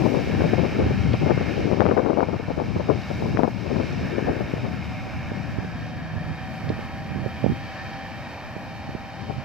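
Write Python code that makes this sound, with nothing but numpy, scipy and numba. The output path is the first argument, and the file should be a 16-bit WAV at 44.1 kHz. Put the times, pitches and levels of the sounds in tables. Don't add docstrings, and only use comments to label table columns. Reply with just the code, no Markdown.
import sys
import numpy as np
from scipy import signal
from scipy.fft import rfft, irfft, next_fast_len
from scipy.io import wavfile
from scipy.ndimage import uniform_filter1d, map_coordinates
from numba import njit

SR = 44100
rng = np.random.default_rng(int(sys.argv[2]) if len(sys.argv) > 2 else 0)


def file_out(sig):
    cols = np.atleast_2d(sig).T
    lim = np.clip(cols, -1, 1)
    pcm = np.round(lim * 32767).astype(np.int16)
    wavfile.write(sys.argv[1], SR, pcm)


N = 416304

# (time [s], middle [dB], treble [dB], top hiss [dB])
ROAR_LEVELS = [(0, -42, -38.5, -37), (.5, -38.5, -39.5, -40), (1.0, -39.5, -41.5, -42.5),
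               (1.6, -39, -39.5, -43), (2.1, -46.5, -45.5, -47.5), (2.6, -47, -46.5, -46.5),
               (2.9, -44, -43, -46.5), (3.1, -43.5, -41.5, -42.5), (3.3, -44.5, -42.5, -42),
               (3.45, -49.5, -45.5, -45.5), (3.85, -41.5, -40.5, -43), (4.3, -41.5, -44.5, -43),
               (4.8, -44, -46.5, -44), (5.2, -43.5, -46.5, -45), (5.9, -48, -48, -44.5),
               (6.2, -46.5, -51, -44.5), (6.6, -46, -48.5, -40), (7.05, -47.5, -50.5, -43),
               (7.5, -45.5, -49, -41), (7.8, -44.5, -45.5, -43), (8.4, -48.5, -49, -42),
               (9.44, -50.5, -48, -45.5)]
# (frequency [Hz], gain [dB])
SCATTER_SPECTRUM = [(300, -42), (1000, -7.5), (2400, -8), (4000, -4.5), (6000, -1), (9000, 1), (14000, 6)]
TURN_START_S, TURN_LENGTH_S, TURNED_LAG_SAMPLES = 5.12, 0.82, 1.65


def harvester():
    now = np.arange(N)
    lag = TURNED_LAG_SAMPLES * np.clip((now / SR - TURN_START_S) / TURN_LENGTH_S, 0, 1)
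    levels_db = curves(ROAR_LEVELS)
    turns = shaft_turns()
    waves = np.array([roar(turns, lag, levels_db, *spectra)
                      for spectra in ([], [SCATTER_SPECTRUM], [SCATTER_SPECTRUM])])
    waves = notches(reflections(waves, lag), lag)
    waves /= np.std(band(waves[0] + waves[2], 1963, 3300) / undb(levels_db[0]))
    direct = waves[0] + fan(turns) + hum() + ticks()
    direct_left = map_coordinates(direct, [now - lag], order=3, mode="mirror")
    return np.array([direct_left, direct]) + waves[1:]


# (frequency [Hz], relative density [dB])
ROAR_SPECTRUM = [(100, 7.5), (300, 5), (420, -7.5), (600, 8), (800, 5), (1100, -1.5), (1400, -1), (2300, 2),
                 (3000, -7), (4500, -15.5), (5500, -12), (6500, -24), (8000, -31), (10000, -38),
                 (13500, -37.5), (15500, -41)]
FIRINGS_PER_TURN, CLATTER_DEPTH, BODY_DB = 0.8, 0.16, -43.5


def roar(turns, lag, levels_db, *spectra):
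    middle_db, treble_db, top_db = levels_db
    throb = 1 + CLATTER_DEPTH * np.cos(2 * np.pi * FIRINGS_PER_TURN * turns + 3.3 * walk(5.6))
    noise = sheet_metal(colour(rng.standard_normal(N), ROAR_SPECTRUM, *spectra), lag)
    below = [lowpass(noise, hz) for hz in (1450, 3300, 7500)]
    body = undb(BODY_DB + walk(8.2)) * below[0]
    middle = undb(middle_db + walk(6.5)) * (below[1] - below[0])
    treble = undb(treble_db + walk(10)) * (below[2] - below[1])
    top = undb(top_db + 1.2 * walk(30)) * (noise - below[2])
    return body + throb * (middle + treble) + top + undb(middle_db) * panel_ring(noise, lag)


# (centre [Hz], width [Hz], gain [dB], gain per lag [dB/sample],
# shift per lag [Hz/sample])
SHEET_MODES = [(1320, 27, -12, 4.5, -1), (1654, 54, -15, 3, 1), (1768, 94, -7, 3.5, 31),
               (2169, 23, 2, -1, -36), (2353, 44, -5, 1.5, 14), (3190, 230, -16.5, 9.5, -1),
               (3786, 110, -1, 0, -1), (4420, 210, -9, 8.5, 0), (4970, 230, -8, -1, -1)]
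CENTRE_DRIFT, SHEET_WAVER_DB = 0.008, 1.6


def sheet_metal(noise, lag):
    for hz, width_hz, db, db_per_lag, hz_per_lag in SHEET_MODES:
        centre_hz = (hz + hz_per_lag * lag) * (1 + CENTRE_DRIFT * walk(2.5))
        gain = undb(db + db_per_lag * lag + SHEET_WAVER_DB * walk(7))
        noise = noise + gain * resonance(noise, centre_hz, float(width_hz))
    return noise


# (time [s], half length [s], boost [dB])
PANEL_SURGES = [(.75, 0.27, 0.5), (4.202, 0.31, 3.5), (4.756, .06, 3), (6.01, 0.44, 4.5), (7.852, 0.22, 3)]
PANEL_HZ, PANEL_WIDTH_HZ = 1676, 330
RING_DB, RING_DB_PER_LAG, RATTLE_DB = -1, 0.9, 1.3


def panel_ring(noise, lag):
    ring = band(noise, PANEL_HZ - PANEL_WIDTH_HZ / 2, PANEL_HZ + PANEL_WIDTH_HZ / 2)
    surge_db = sum(db * bell(s, half_s) for s, half_s, db in PANEL_SURGES)
    gain = undb(RING_DB + surge_db + RING_DB_PER_LAG * lag + walk(6.7) + RATTLE_DB * walk(60))
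    return (gain - 1) * ring


# (delay [ms], gain [ratio, negative inverts], gain per lag [1/sample])
REFLECTED_PATHS = [(.737, 0.1, -0.045), (1.471, -0.00087, -0.098)]
REFLECTION_TOP_HZ = 5800


def reflections(waves, lag):
    now = np.arange(N)
    dull = lowpass(waves, REFLECTION_TOP_HZ)
    for ms, gain, gain_per_lag in REFLECTED_PATHS:
        late = now - ms * SR / 1000 * (1 + .015 * walk(.8))
        waves = waves + (gain + gain_per_lag * lag) * np.array([np.interp(late, now, w) for w in dull])
    return waves


# (centre [Hz], width [Hz], depth [0-1], shift per lag [Hz/sample])
NOTCH_BANDS = [(1998, 140, 0.68, 31), (3400, 190, 0.73, 2), (5560, 290, 0.46, -2), (3990, 140, 0.26, -0.5)]


def notches(waves, lag):
    for hz, width_hz, mean_depth, hz_per_lag in NOTCH_BANDS:
        centre_hz = (hz + hz_per_lag * lag) * (1 + CENTRE_DRIFT * walk(1))
        depth = np.clip(mean_depth + .12 * walk(1.3), 0, 1)
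        waves = waves - depth * np.array([resonance(w, centre_hz, float(width_hz)) for w in waves])
    return waves


# (time [s], pitch [Hz])
FAN_PITCH = [(0, 775), (1.0, 776), (2.1, 788), (2.8, 775), (3.2, 772), (3.45, 685), (4.5, 690), (4.7, 730),
             (5.1, 768), (5.55, 768), (5.68, 760), (5.75, 722), (5.85, 745), (6.0, 752), (6.2, 738),
             (6.35, 758), (6.62, 764), (6.84, 788), (7.4, 771), (7.55, 790), (7.72, 775), (7.79, 755),
             (7.86, 780), (8.25, 789), (9.0, 786), (9.3, 777), (9.44, 785)]
BLADES, FAN_WANDER_HZ = 6, 3


def shaft_turns():
    blade_hz = curves(FAN_PITCH)[0] + FAN_WANDER_HZ * walk(9)
    return np.cumsum(blade_hz) / BLADES / SR


# (time [s], level [dB])
FAN_LEVEL = [(0, -41), (.5, -46), (1.0, -43), (1.5, -46), (2.3, -67), (3.0, -48), (3.45, -53), (4.5, -52),
             (4.7, -44), (5.0, -43.5), (5.7, -46), (6.0, -44), (6.3, -44), (6.5, -40), (6.9, -43.5),
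             (7.3, -40), (7.55, -40.5), (7.8, -39.5), (8.2, -41), (8.35, -46), (8.7, -40.5), (9.0, -44),
             (9.3, -40.5), (9.44, -45)]
# (order [per shaft turn], level re blade tone [dB])
FAN_ORDERS = [(4, -12), (5, -14.5), (7, -40)]


def fan(turns):
    turns = turns + .012 * walk(35)
    tone = undb(1.7 * walk(25)) * np.sin(2 * np.pi * BLADES * turns)
    for order, db in FAN_ORDERS:
        tone += undb(db + 2 * walk(17)) * np.sin(2 * np.pi * order * turns)
    return undb(curves(FAN_LEVEL)[0]) * tone


HUM_HZ, HUM_DB = 160, -34.5


def hum():
    cycles = np.cumsum(HUM_HZ + 1.5 * walk(6.5)) / SR
    return undb(HUM_DB + walk(9.9)) * bell(s=6.12, half_s=.42) * np.sin(2 * np.pi * cycles)


# (time [s], peak [dB], centre [Hz])
METAL_TICKS = [(1.1325, -25, 2500), (1.423, -38, 3800), (3.019, -39, 3800), (5.865, -46, 5200),
               (6.6905, -30, 3100)]
TICK_MS, TICK_TOP_HZ = 6, 6000


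def ticks():
    out = np.zeros(N)
    lead, length = 100, 900
    envelope = np.exp(-(np.arange(length) / (TICK_MS * SR / 1000)) ** 2)
    for s, db, hz in METAL_TICKS:
        burst = np.pad(rng.standard_normal(length) * envelope, (lead, 0))
        snap = lowpass(band(burst, 0.55 * hz, 1.9 * hz), TICK_TOP_HZ)
        start = int(s * SR)
        out[start - lead:start + length] += undb(db) * snap / np.abs(snap).max()
    return out


# (frequency [Hz], relative density [dB])
RUMBLE_SPECTRUM = [(25, -42), (45, -17.5), (75, 2.5), (120, 3), (180, 0.5), (260, -4.5), (400, -20.5),
                   (800, -43), (4000, -100)]
# (frequency [Hz], gain [dB])
PORT_TILTS = [
    [(60, -1), (200, 2)],
    [(60, 1.5), (200, -2.5)],
]
FLUTTER_DB, SWARM_DB = 4, -2.5


def wind(port):
    rumble_gain, eddy_gain = gusts(port)
    flutter = undb(FLUTTER_DB * np.minimum(walk(16), 0))
    rumble = unit(flutter * colour(rng.standard_normal(N), RUMBLE_SPECTRUM, PORT_TILTS[port]))
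    swarm, crackle = eddies()
    return rumble_gain * rumble + undb(SWARM_DB) * eddy_gain * swarm + pops(port, crackle)


# (time [s], left level [dB], right level [dB])
STEADY_WIND = [(0, -25.5, -29.5), (.5, -26, -26), (1, -22, -28.5), (1.25, -22.5, -27), (1.55, -24, -30),
               (1.85, -23, -29), (2.1, -35, -36.5), (2.6, -26, -31.5), (3.1, -29, -32.5), (3.6, -28.5, -34),
               (3.85, -34, -32.5), (4.5, -25.5, -29.5), (5.0, -31.5, -33.5), (5.8, -32.5, -36),
               (6.6, -33, -34), (7.4, -37.5, -36), (8.3, -39.5, -38), (8.8, -37, -38), (9.44, -36, -38)]
# (time [s], half length [s], port [0 left, 1 right], rumble [dB], eddies re SWARM_DB [dB])
GUST_SWELLS = [(0.02, 0.23, 0, -39, -16.5), (0.014, 0.046, 1, -26, -39), (0.41, 0.1, 0, -22, -19.5),
               (0.5, 0.13, 1, -24, -34), (0.609, 0.092, 0, -21, -20), (0.797, 0.081, 0, -42, -21),
               (0.849, 0.1, 1, -24.5, -32), (0.998, 0.016, 0, -17.5, -37), (1.113, 0.034, 0, -21, -31),
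               (1.067, 0.013, 0, -20, -41), (1.09, 0.094, 1, -29, -35), (1.233, 0.02, 0, -34, -14),
               (1.24, 0.03, 0, -25, -21), (1.54, 0.17, 0, -36, -24.5), (1.687, 0.062, 0, -27, -24),
               (1.82, 0.1, 0, -32, -19), (2.094, 0.16, 0, -37, -24.5), (2.3, 0.065, 0, -27, -32),
               (2.24, .03, 1, -25.5, -45), (1.6, 0.025, 1, -25, -43), (1.92, .04, 1, -26, -42),
               (2.04, 0.02, 0, -36, -17.5), (1.735, 0.017, 0, -30, -22), (2.165, 0.0091, 0, -34, -29),
               (2.675, 0.091, 0, -25.5, -27), (2.804, 0.072, 1, -34, -39), (2.929, 0.077, 0, -24, -25),
               (3.275, 0.13, 0, -22, -28), (3.265, 0.12, 1, -27, -55), (3.405, .012, 0, -34, -20),
               (3.424, .006, 0, -31, -20), (3.8, 0.062, 0, -22, -25), (3.71, 0.1, 0, -37, -26),
               (3.97, .09, 0, -25, -34.5), (4.06, 0.14, 1, -27, -40), (4.155, 0.16, 0, -32, -24),
               (4.382, 0.17, 0, -33, -23.5), (4.264, 0.039, 1, -27, -53), (4.676, 0.097, 0, -26, -35),
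               (4.64, 0.085, 1, -31, -45), (5.166, .06, 1, -32, -51), (5.37, 0.03, 0, -31, -32),
               (5.464, 0.15, 0, -29, -53), (5.595, 0.064, 1, -24.5, -58), (5.617, 0.03, 0, -26, -38),
               (5.993, 0.054, 0, -28.5, -57), (6.163, 0.032, 1, -25.5, -49), (6.32, 0.055, 1, -28.5, -46),
               (6.682, 0.069, 1, -27.5, -41), (6.7, 0.027, 0, -26, -55), (7.187, 0.13, 1, -25.5, -37),
               (7.475, 0.053, 1, -19, -37), (7.542, 0.095, 0, -25.5, -53), (8.743, 0.049, 0, -38, -64),
               (8.735, 0.032, 1, -32, -52), (9.375, 0.03, 1, -28, -57), (9.03, 0.033, 0, -37, -48),
               (9.237, 0.084, 0, -34, -46), (9.3, .015, 0, -34, -30)]
STEADY_EDDY_DB, WIND_WAVER_DB = -17, 2


def gusts(port):
    rumble_gain = undb(curves(STEADY_WIND)[port] + WIND_WAVER_DB * np.minimum(walk(6), .5))
    eddy_gain = rumble_gain * undb(STEADY_EDDY_DB)
    for s, half_s, side, rumble_db, eddy_db in GUST_SWELLS:
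        if side == port:
            swell = bell(s, half_s)
            rumble_gain = np.hypot(rumble_gain, undb(rumble_db) * swell)
            eddy_gain += undb(eddy_db) * swell
    return rumble_gain, eddy_gain


EDDIES_PER_S, EDDY_HZ, CRACKLE_HZ = 900, 408, 640


def eddies():
    when, force, pitch, turn = rng.random((int(EDDIES_PER_S * N / SR), 4)).T
    at = when * (N - 1)
    force_db = np.minimum(-2.2 * np.log(force), 8) + 2.32 * walk(24.81)[at.astype(int)]
    octave = 1.65 * (pitch - .4)
    gain = undb(force_db - 7.8 * octave)
    return [unit(wavelets(at, hz * 2 ** octave, gain, 2 * np.pi * turn, cycles))
            for hz, cycles in ((EDDY_HZ, .46), (CRACKLE_HZ, .7))]


# (time [s], port [0 left, 1 right], base level [dB], base pitch [Hz], crack offset [dB])
WIND_POPS = [(0.062, 0, -14, 486, -16), (0.145, 0, -18, 300, -37), (0.178, 0, -14.5, 364, -19),
             (0.408, 0, -7.5, 480, -22), (0.442, 0, -4.5, 358, -36), (0.536, 0, -1, 408, -17),
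             (0.584, 0, -5.5, 360, -12), (0.595, 0, -14, 440, -17), (0.637, 0, -8.5, 410, -26),
             (0.65, 0, -12, 447, -10), (0.725, 1, -14, 440, -31), (0.799, 0, -12, 370, -20),
             (0.818, 0, -13, 360, -22), (0.866, 1, -7.5, 230, -36), (0.909, 0, -8.5, 310, -38),
             (1.063, 0, -11, 230, -37), (1.14, 0, -4, 312, -13), (1.266, 0, -3, 370, -27),
             (1.273, 0, -10, 390, -25), (1.299, 0, -6, 510, -12), (1.307, 0, -0.5, 494, -28),
             (1.377, 0, -9, 298, -13), (1.413, 0, -9, 350, -21), (1.572, 0, -14.5, 310, -39),
             (1.6, 0, -13, 270, -26), (1.715, 0, -4, 416, -16), (1.731, 0, -3.5, 288, -19),
             (1.806, 0, 0, 415, -3.5), (1.815, 0, -5, 424, 2), (1.855, 0, -2.5, 477, -10),
             (1.865, 0, -5, 443, 2.5), (1.889, 0, -6.5, 480, -6), (1.913, 0, -6.5, 500, 0.5),
             (1.968, 0, -9, 513, -12), (1.976, 0, -4, 560, -7.5), (1.995, 0, -2.5, 575, -15),
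             (2.064, 0, -7.5, 420, -8), (2.088, 0, -13, 504, -40), (2.099, 0, -8, 520, -14),
             (2.108, 0, -9, 560, -14), (2.132, 0, -13, 600, -4), (2.174, 0, -9, 500, -16),
             (2.187, 0, -3, 480, -23), (2.206, 0, -10, 570, 3), (2.23, 0, -2, 610, -12),
             (2.287, 0, -9, 420, -18), (2.332, 0, -9, 300, -42), (2.36, 0, -17, 200, -40),
             (2.399, 0, -11.5, 368, -43), (2.432, 0, -22, 230, -40), (2.484, 0, -13, 280, -43),
             (2.505, 0, -9, 423, -27), (2.58, 0, -8, 266, -41), (2.601, 0, -4.5, 530, -27),
             (2.619, 0, -11, 464, -19), (2.762, 0, -12, 340, -35), (2.765, 1, -8, 270, -36),
             (2.798, 0, -10, 405, -38), (2.892, 0, -2.5, 364, -17), (2.906, 0, -5, 336, -23),
             (2.928, 0, -24, 320, -20), (3.104, 0, -14, 320, -31), (3.113, 0, -12.5, 440, -36),
             (3.224, 0, -9, 414, -18), (3.254, 0, -20, 240, -36), (3.35, 1, -9, 258, -33),
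             (3.373, 0, -6, 365, -3), (3.393, 0, 1.5, 503, -10), (3.434, 0, 1, 440, -7),
             (3.446, 0, -9, 340, -32), (3.478, 0, -6.5, 496, -12), (3.634, 0, -24, 296, -32),
             (3.668, 0, -18, 350, -31), (3.704, 0, -17.5, 380, -34), (3.762, 0, -18, 400, 2),
             (3.795, 0, -17, 328, -35), (3.801, 0, -10.5, 410, -11), (3.826, 0, -17, 420, -21),
             (4.184, 0, -9, 453, -36), (4.276, 0, -11, 414, -26), (4.29, 0, -7.5, 430, -22),
             (4.3, 1, -8.5, 210, -32), (4.321, 0, -18, 390, -1), (4.408, 0, -9, 430, -23),
             (4.538, 0, -6.5, 290, -42), (4.571, 0, -18, 263, -39), (4.651, 0, -14, 438, -32),
             (5.068, 0, -22, 317, -31), (5.319, 1, -12.5, 413, -36), (5.587, 1, -11.5, 220, -25),
             (5.649, 1, -17, 313, -30), (6.306, 0, -23, 230, -28), (6.703, 1, -8.5, 338, -37),
             (6.792, 1, -16, 330, -25), (7.16, 1, -18, 300, -29), (7.243, 1, -20, 368, -29),
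             (7.263, 1, -8.5, 346, -34), (7.443, 1, -0.5, 375, -23), (7.457, 1, -22, 367, -36),
             (7.464, 1, -3, 412, -15), (7.501, 1, -8, 203, -30), (7.522, 1, -10, 205, -28),
             (8.566, 1, -16, 320, -31), (8.892, 1, -17, 210, -35), (8.951, 1, -13, 262, -35),
             (9.299, 0, -11, 330, -34)]
POP_LEAK, POP_LEAN_RAD, POP_SCATTER_RAD = 0.023, .6, 0.54
CRACK_HZ, THUD_DB, THUD_DELAY_CYCLES = 1100, -7.5, 0.67
FLARE_DECAY_S, FLARE_LEFT_DB, FLARE_RIGHT_DB = .0065, -6, -18


def pops(port, crackle):
    s, side, db, hz, crack_db = np.transpose(WIND_POPS)
    scatter = POP_SCATTER_RAD * rng.standard_normal((len(s), 3))
    pop_phase, crack_phase, thud_phase = (np.pi + scatter + [POP_LEAN_RAD, POP_LEAN_RAD, np.pi]).T
    gain = undb(db) * np.where(side == port, 1, POP_LEAK) * (1 - 2 * port)
    out = wavelets(s * SR, 1.2 * hz, gain * undb(-2), pop_phase, cycles=0.49)
    snaps = rng.standard_normal((len(s), 3, 3)).transpose(1, 2, 0)
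    for _, pitch, twist in snaps:
        out += wavelets(s * SR, CRACK_HZ * 2 ** (.25 * pitch), gain * undb(crack_db - 5.5),
                        crack_phase + 3 * twist, cycles=0.42)
    thud_at = (s + THUD_DELAY_CYCLES / hz) * SR
    out += wavelets(thud_at, 0.49 * hz, gain * undb(THUD_DB), thud_phase, cycles=0.51)
    flare_db = (FLARE_LEFT_DB, FLARE_RIGHT_DB)[port]
    hits = np.bincount((s * SR).astype(int), np.abs(gain) * undb(flare_db), N)
    trails = signal.lfilter([1], [1, -np.exp(-1 / (FLARE_DECAY_S * SR))], hits)
    return out + uniform_filter1d(trails, size=800) * crackle


def undb(db):
    return 10 ** (np.asarray(db) / 20)


def unit(x):
    return x / np.sqrt(np.mean(x ** 2))


def curves(table):
    s, *columns = np.transpose(table)
    return [np.interp(np.arange(N) / SR, s, c) for c in columns]


def bell(s, half_s):
    return np.exp(-((np.arange(N) / SR - s) / half_s) ** 2)


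def walk(rate_hz):
    hold = int(SR / rate_hz)
    steps = np.repeat(rng.standard_normal(N // hold + 1), hold)
    return unit(uniform_filter1d(uniform_filter1d(steps, hold), hold)[:N])


def colour(x, *spectra):
    size = next_fast_len(N)
    log_hz = np.log(np.arange(size // 2 + 1) * SR / size + 1)
    db = sum(np.interp(log_hz, np.log(hz), level) for hz, level in map(np.transpose, spectra))
    return irfft(rfft(x, size) * undb(db), size)[:N]


def band(x, lo_hz, hi_hz):
    return signal.sosfiltfilt(signal.butter(2, [lo_hz, hi_hz], "band", fs=SR, output="sos"), x)


def lowpass(x, hz):
    return signal.sosfiltfilt(signal.butter(2, hz, fs=SR, output="sos"), x)


@njit
def resonance(x, hz, width_hz):
    y, band_state, low_state = np.empty(len(x)), 0., 0.
    for i in range(len(x)):
        g, damping = np.tan(np.pi * hz[i] / SR), width_hz / hz[i]
        v = (band_state + g * (x[i] - low_state)) / (1 + g * (g + damping))
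        band_state, low_state = 2 * v - band_state, low_state + 2 * g * v
        y[i] = damping * v
    return y


@njit
def wavelets(at, hz, gain, phase, cycles):
    out = np.zeros(N)
    for k in range(len(at)):
        half = cycles * SR / hz[k]
        for i in range(max(0, int(at[k] - 2.5 * half)), min(N, int(at[k] + 2.5 * half))):
            u = (i - at[k]) / half
            out[i] += gain[k] * np.exp(-u * u) * np.cos(2 * np.pi * cycles * u + phase[k])
    return out


BASS_LEAK, BASS_LEAK_HZ = 0.11, 220


def scene():
    air = np.array([wind(port=0), wind(port=1)])
    return harvester() + air + BASS_LEAK * lowpass(air[::-1], BASS_LEAK_HZ)


LOW_CUT_HZ, HIGH_CUT_HZ = 45, 15550


def record(dry):
    thinned = signal.sosfilt(signal.butter(2, LOW_CUT_HZ, "high", fs=SR, output="sos"), dry)
    rounded = np.tanh(0.89 * thinned) / 0.91
    return signal.sosfilt(signal.ellip(12, .2, 90, HIGH_CUT_HZ, fs=SR, output="sos"), rounded)


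dry = scene()
out = record(dry)
file_out(out)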